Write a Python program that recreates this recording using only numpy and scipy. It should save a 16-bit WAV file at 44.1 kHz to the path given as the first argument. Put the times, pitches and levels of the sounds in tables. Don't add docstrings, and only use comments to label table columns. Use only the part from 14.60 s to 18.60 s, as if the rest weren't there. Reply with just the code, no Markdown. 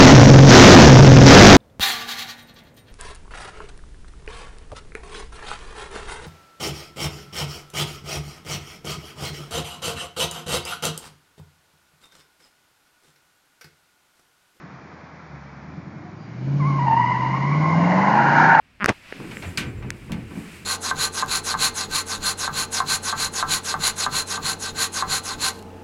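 import sys
import numpy as np
from scipy import signal
from scipy.fft import rfft, irfft
from scipy.io import wavfile

SR = 44100
rng = np.random.default_rng(int(sys.argv[2]) if len(sys.argv) > 2 else 0)


def bounce(signal):
    frames = np.transpose(np.atleast_2d(signal))
    limited = np.clip(frames, -1, 1)
    pcm = np.round(limited * 32767).astype(np.int16)
    wavfile.write(sys.argv[1], SR, pcm)


N = 176400
TIME = np.arange(N) / SR

# (time [s], firing rate [Hz], level ahead of the pipe [dB])
ENGINE_RUN = [(0, 81.07, -46.5), (.63, 80.2, -40.5), (.74, 70.7, -31), (1.0, 69.35, -34),
              (1.14, 82.05, -33), (1.3, 88.75, -40), (1.6, 103.8, -35.5), (1.75, 119.7, -31),
              (1.89, 137.8, -21.5), (2.02, 144.2, -19.5), (2.23, 137.1, -22), (2.42, 120.4, -22.5),
              (2.76, 132.6, -23.5), (3.16, 165.4, -19), (3.32, 181.6, -20.5), (3.5, 204.2, -23.5),
              (3.86, 250.6, -23.5), (4, 255.8, -32)]
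# (order [multiple of cycle rate], relative level [dB])
STRONG_ORDERS = [(5, -12), (6, -18.5), (8, 1.5), (10, -17.5), (11, -15), (12, -18), (13, -15), (16, -11)]
# (frequency [Hz], gain [dB])
PIPE_RESPONSE = [(35, -41), (65, -21.5), (88, -12.5), (110, -12), (141, -0.5), (180, 1), (250, -8.5),
                 (308, -5.5), (355, -10), (460, -18.5), (640, -12), (1500, -46.5)]
# (time [s], gain [dB])
UNEVEN_FIRING = [(0, 11), (.9, -8.5), (1.3, 10.5), (1.9, -2.5), (3.1, 2.5), (3.85, 9.5)]
# (frequency [Hz], gain [dB])
AIR_SPECTRUM = [(200, 5), (450, -2), (1000, 0.5), (2350, -6.5), (2750, -20), (5500, -21.5), (7500, -34)]
# (time [s], level [dB])
AIR_ENVELOPE = [(1, -44.5), (1.6, -47)]
# (time [s], carcass roar [dB], tread howl [dB], grit hiss [dB])
SCRUB_LEVELS = [(1.5, -71, -73, -64.5), (2.1, -39, -47.5, -48.5), (2.85, -37, -46.5, -46.5),
                (3.3, -21.5, -36, -42.5), (3.62, -23, -24, -41.5), (3.83, -26, -16.5, -35),
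                (4, -26, -16.5, -43)]
# (frequency [Hz], gain [dB])
CARCASS_SPECTRUM = [(250, -10), (450, -5.5), (540, 1.5), (690, 2.5), (1050, 6), (1500, -38.5)]
TREAD_SPECTRUM = [(1000, -4.5), (1250, 2), (1450, 13.5), (1700, 9), (2000, -6), (2350, -4), (3250, -55)]
GRIT_SPECTRUM = [(1500, -19.5), (2300, 20.5), (2600, 8), (2900, 13), (3450, 3), (4100, 7.5), (6900, -0.5),
                 (7600, -46)]
# (time [s], duration [s], pitch [Hz], level [dB])
CREEP_CHIRPS = [(1.357, 0.19, 2160, -56), (1.47, 0.08, 720, -45), (1.627, 0.12, 4720, -61),
                (1.635, 0.085, 776, -52), (1.718, .12, 2116, -55.5)]
# (time [s], pitch [Hz], level [dB])
INNER_SQUEAL = [(1.995, 1146, -30), (2.035, 1002, -29), (2.08, 1125, -26.5), (2.14, 1040, -29.5),
                (2.185, 1096, -30), (2.195, 949, -20), (2.26, 982, -23), (2.272, 907.3, -15),
                (2.33, 916.4, -14.5), (2.42, 970.2, -18.5), (2.53, 988.1, -21.5), (2.69, 990, -28.5),
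                (2.77, 1095, -26.5), (2.81, 1045, -31.5), (2.94, 1085, -28), (3.16, 1053, -26.5),
                (3.26, 1045, -37.5), (3.56, 930, -22.5), (3.78, 945, -21), (3.85, 885, -21),
                (3.93, 935, -17), (4, 875, -16)]
OUTER_SQUEAL = [(2.25, 859, -20.5), (2.5, 928, -37.5), (2.56, 904.6, -25), (2.61, 940.5, -41),
                (2.63, 932, -21.5), (2.66, 922.2, -32), (3.05, 1012, -37.5), (3.44, 845.2, -30),
                (3.57, 830.5, -18), (3.68, 823, -27), (3.82, 793, -21.5), (4, 770.6, -31.5)]
# (harmonic [multiple of pitch], relative level [dB])
SQUEAL_OVERTONES = [(2, 11.5), (3, -4), (5, -14)]
# (time [s], overtones re fundamental [dB], roughness [factor])
SLIP_TEXTURE = [(2, -13, 0.48), (2.25, -17.5, 0.703), (2.45, -13.5, .85), (2.85, -10.5, 1.094),
                (3.15, -9.5, .75), (3.35, -3, 1.45), (3.6, -10, 1.03), (4, -13.5, 1.4)]
# (frequency [Hz], gain [dB])
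TYRE_RADIATION = [(1600, -12), (2050, 8.5), (2520, -3), (2850, 9.5), (3250, -11.5), (5000, 5)]
BITE_TIMES = [2.259, 2.299, 2.357, 2.596, 2.795, 3.0, 3.2]

JITTER_SHARE, JITTER_HZ = 0.02075, 190


def undb(db):
    return 10 ** (np.asarray(db) / 20)


def unit(x):
    return x / np.sqrt(np.mean(x ** 2))


def curves(table):
    rows = np.array(table, float)
    return [np.interp(TIME, rows[:, 0], col) for col in rows[:, 1:].T]


def response(points, hz):
    f, db = np.array(points, float).T
    return undb(np.interp(np.log(hz + 1e-9), np.log(f), db))


def colour(x, points):
    hz = np.arange(N // 2 + 1) * SR / N
    roll_off = np.minimum(hz / points[0][0], 1) ** 2
    return unit(irfft(rfft(x) * response(points, hz) * roll_off, N))


def noise():
    return rng.standard_normal(N)


def wander(hz):
    f = np.arange(N // 2 + 1) * SR / N
    return unit(irfft(rfft(noise()) / np.sqrt(1 + (f / hz) ** 4), N))


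def exhaust():
    weak_order_db, burble_db, puff_decay_s = -20, -14.5, 0.0044
    firing_hz, db = curves(ENGINE_RUN)
    uneven_db = curves(UNEVEN_FIRING)[0]
    firings = np.cumsum(firing_hz * (1 + 0.0018 * wander(11))) / SR
    cycles, cycle_hz = firings / 8, firing_hz / 8
    strong = {round(k): order_db for k, order_db in STRONG_ORDERS}
    boom = 0
    for k in range(4, 33):
        unsteady_db = wander(5) if k % 8 == 0 else uneven_db + 2.8 * wander(5)
        gain = response(PIPE_RESPONSE, k * cycle_hz) * undb(strong.get(k, weak_order_db) + unsteady_db)
        boom = boom + gain * np.sin(2 * np.pi * (k * cycles + rng.random()))
    since_firing_s = (firings % 1) / firing_hz
    puffs = np.exp(-since_firing_s / puff_decay_s) * noise()
    burble = colour(puffs, PIPE_RESPONSE) * undb(burble_db + uneven_db)
    return undb(db) * (np.sqrt(2) * boom + burble)


def outdoor_rush():
    return colour(noise(), AIR_SPECTRUM) * undb(curves(AIR_ENVELOPE)[0])


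def tyre_scrub():
    carcass_db, tread_db, grit_db = curves(SCRUB_LEVELS)
    roar = colour(noise(), CARCASS_SPECTRUM) * undb(carcass_db + wander(30))
    howl = colour(noise(), TREAD_SPECTRUM) * undb(tread_db + wander(28))
    hiss = colour(noise() * undb(wander(900)), GRIT_SPECTRUM) * undb(grit_db)
    onset = np.clip((TIME - 1.1) / .5, 0, 1)
    return (roar + howl + hiss) * onset


def tread_chirps():
    chirps = 0
    for at, length, hz, db in CREEP_CHIRPS:
        phase = 2 * np.pi * np.cumsum(hz * (1 + JITTER_SHARE * wander(JITTER_HZ))) / SR
        envelope = np.exp(-(2 * (TIME - at) / length) ** 2)
        chirps = chirps + undb(db) * envelope * np.sin(phase)
    return chirps


def echo(x, level_db=-11.5, t60_s=0.39, delay_s=0.013):
    tail = noise() * undb(-60 * TIME / t60_s) * (TIME > delay_s)
    return undb(level_db) * signal.fftconvolve(x, tail / np.sqrt(np.sum(tail ** 2)))[:N]


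def tyre_squeal(table):
    hz, db = curves(table)
    bright_db, roughness = curves(SLIP_TEXTURE)
    waver_share, smear_rad, flutter_db, chatter_db = 0.01204, 1.0, 4, 2.0
    shake = roughness * (JITTER_SHARE * wander(JITTER_HZ) + waver_share * wander(27.73))
    phase = 2 * np.pi * np.cumsum(hz * (1 + shake)) / SR
    flutter = lambda: unit(undb(roughness * flutter_db * wander(102)))
    overtones = 0
    for k, overtone_db in SQUEAL_OVERTONES:
        smear = roughness * smear_rad * wander(66)
        overtones = overtones + undb(overtone_db) * np.sin(round(k) * phase + smear) * flutter()
    onset = np.clip((TIME - table[0][0]) / 0.01, 0, 1)
    chatter = unit(undb(roughness * chatter_db * np.tanh(wander(34.4))))
    fundamental = np.sqrt(2) * np.sin(phase) * flutter()
    radiated = undb(bright_db) * colour(overtones, TYRE_RADIATION)
    return onset * chatter * undb(db) * (fundamental + radiated)


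def grip_gain(dip_db=-8.5, length_s=0.017):
    bites = sum(np.exp(-(2 * (TIME - at) / length_s) ** 2) for at in BITE_TIMES)
    return undb(dip_db * bites)


def scene():
    squeals = tyre_squeal(INNER_SQUEAL) + tyre_squeal(OUTER_SQUEAL)
    tyres = squeals * grip_gain() + tread_chirps()
    return (exhaust() + tyres + echo(tyres) + tyre_scrub() + outdoor_rush())[None]


def record(dry):
    ceiling, cutoff_hz = .85, 7100
    rounded = dry / (1 + (dry / ceiling) ** 6) ** (1 / 6)
    low_pass = signal.ellip(8, .2, 80, cutoff_hz, fs=SR, output="sos")
    fade_out = np.minimum((TIME[-1] - TIME) / .002, 1)
    return signal.sosfilt(low_pass, rounded) * fade_out


dry = scene()
out = record(dry)
bounce(out)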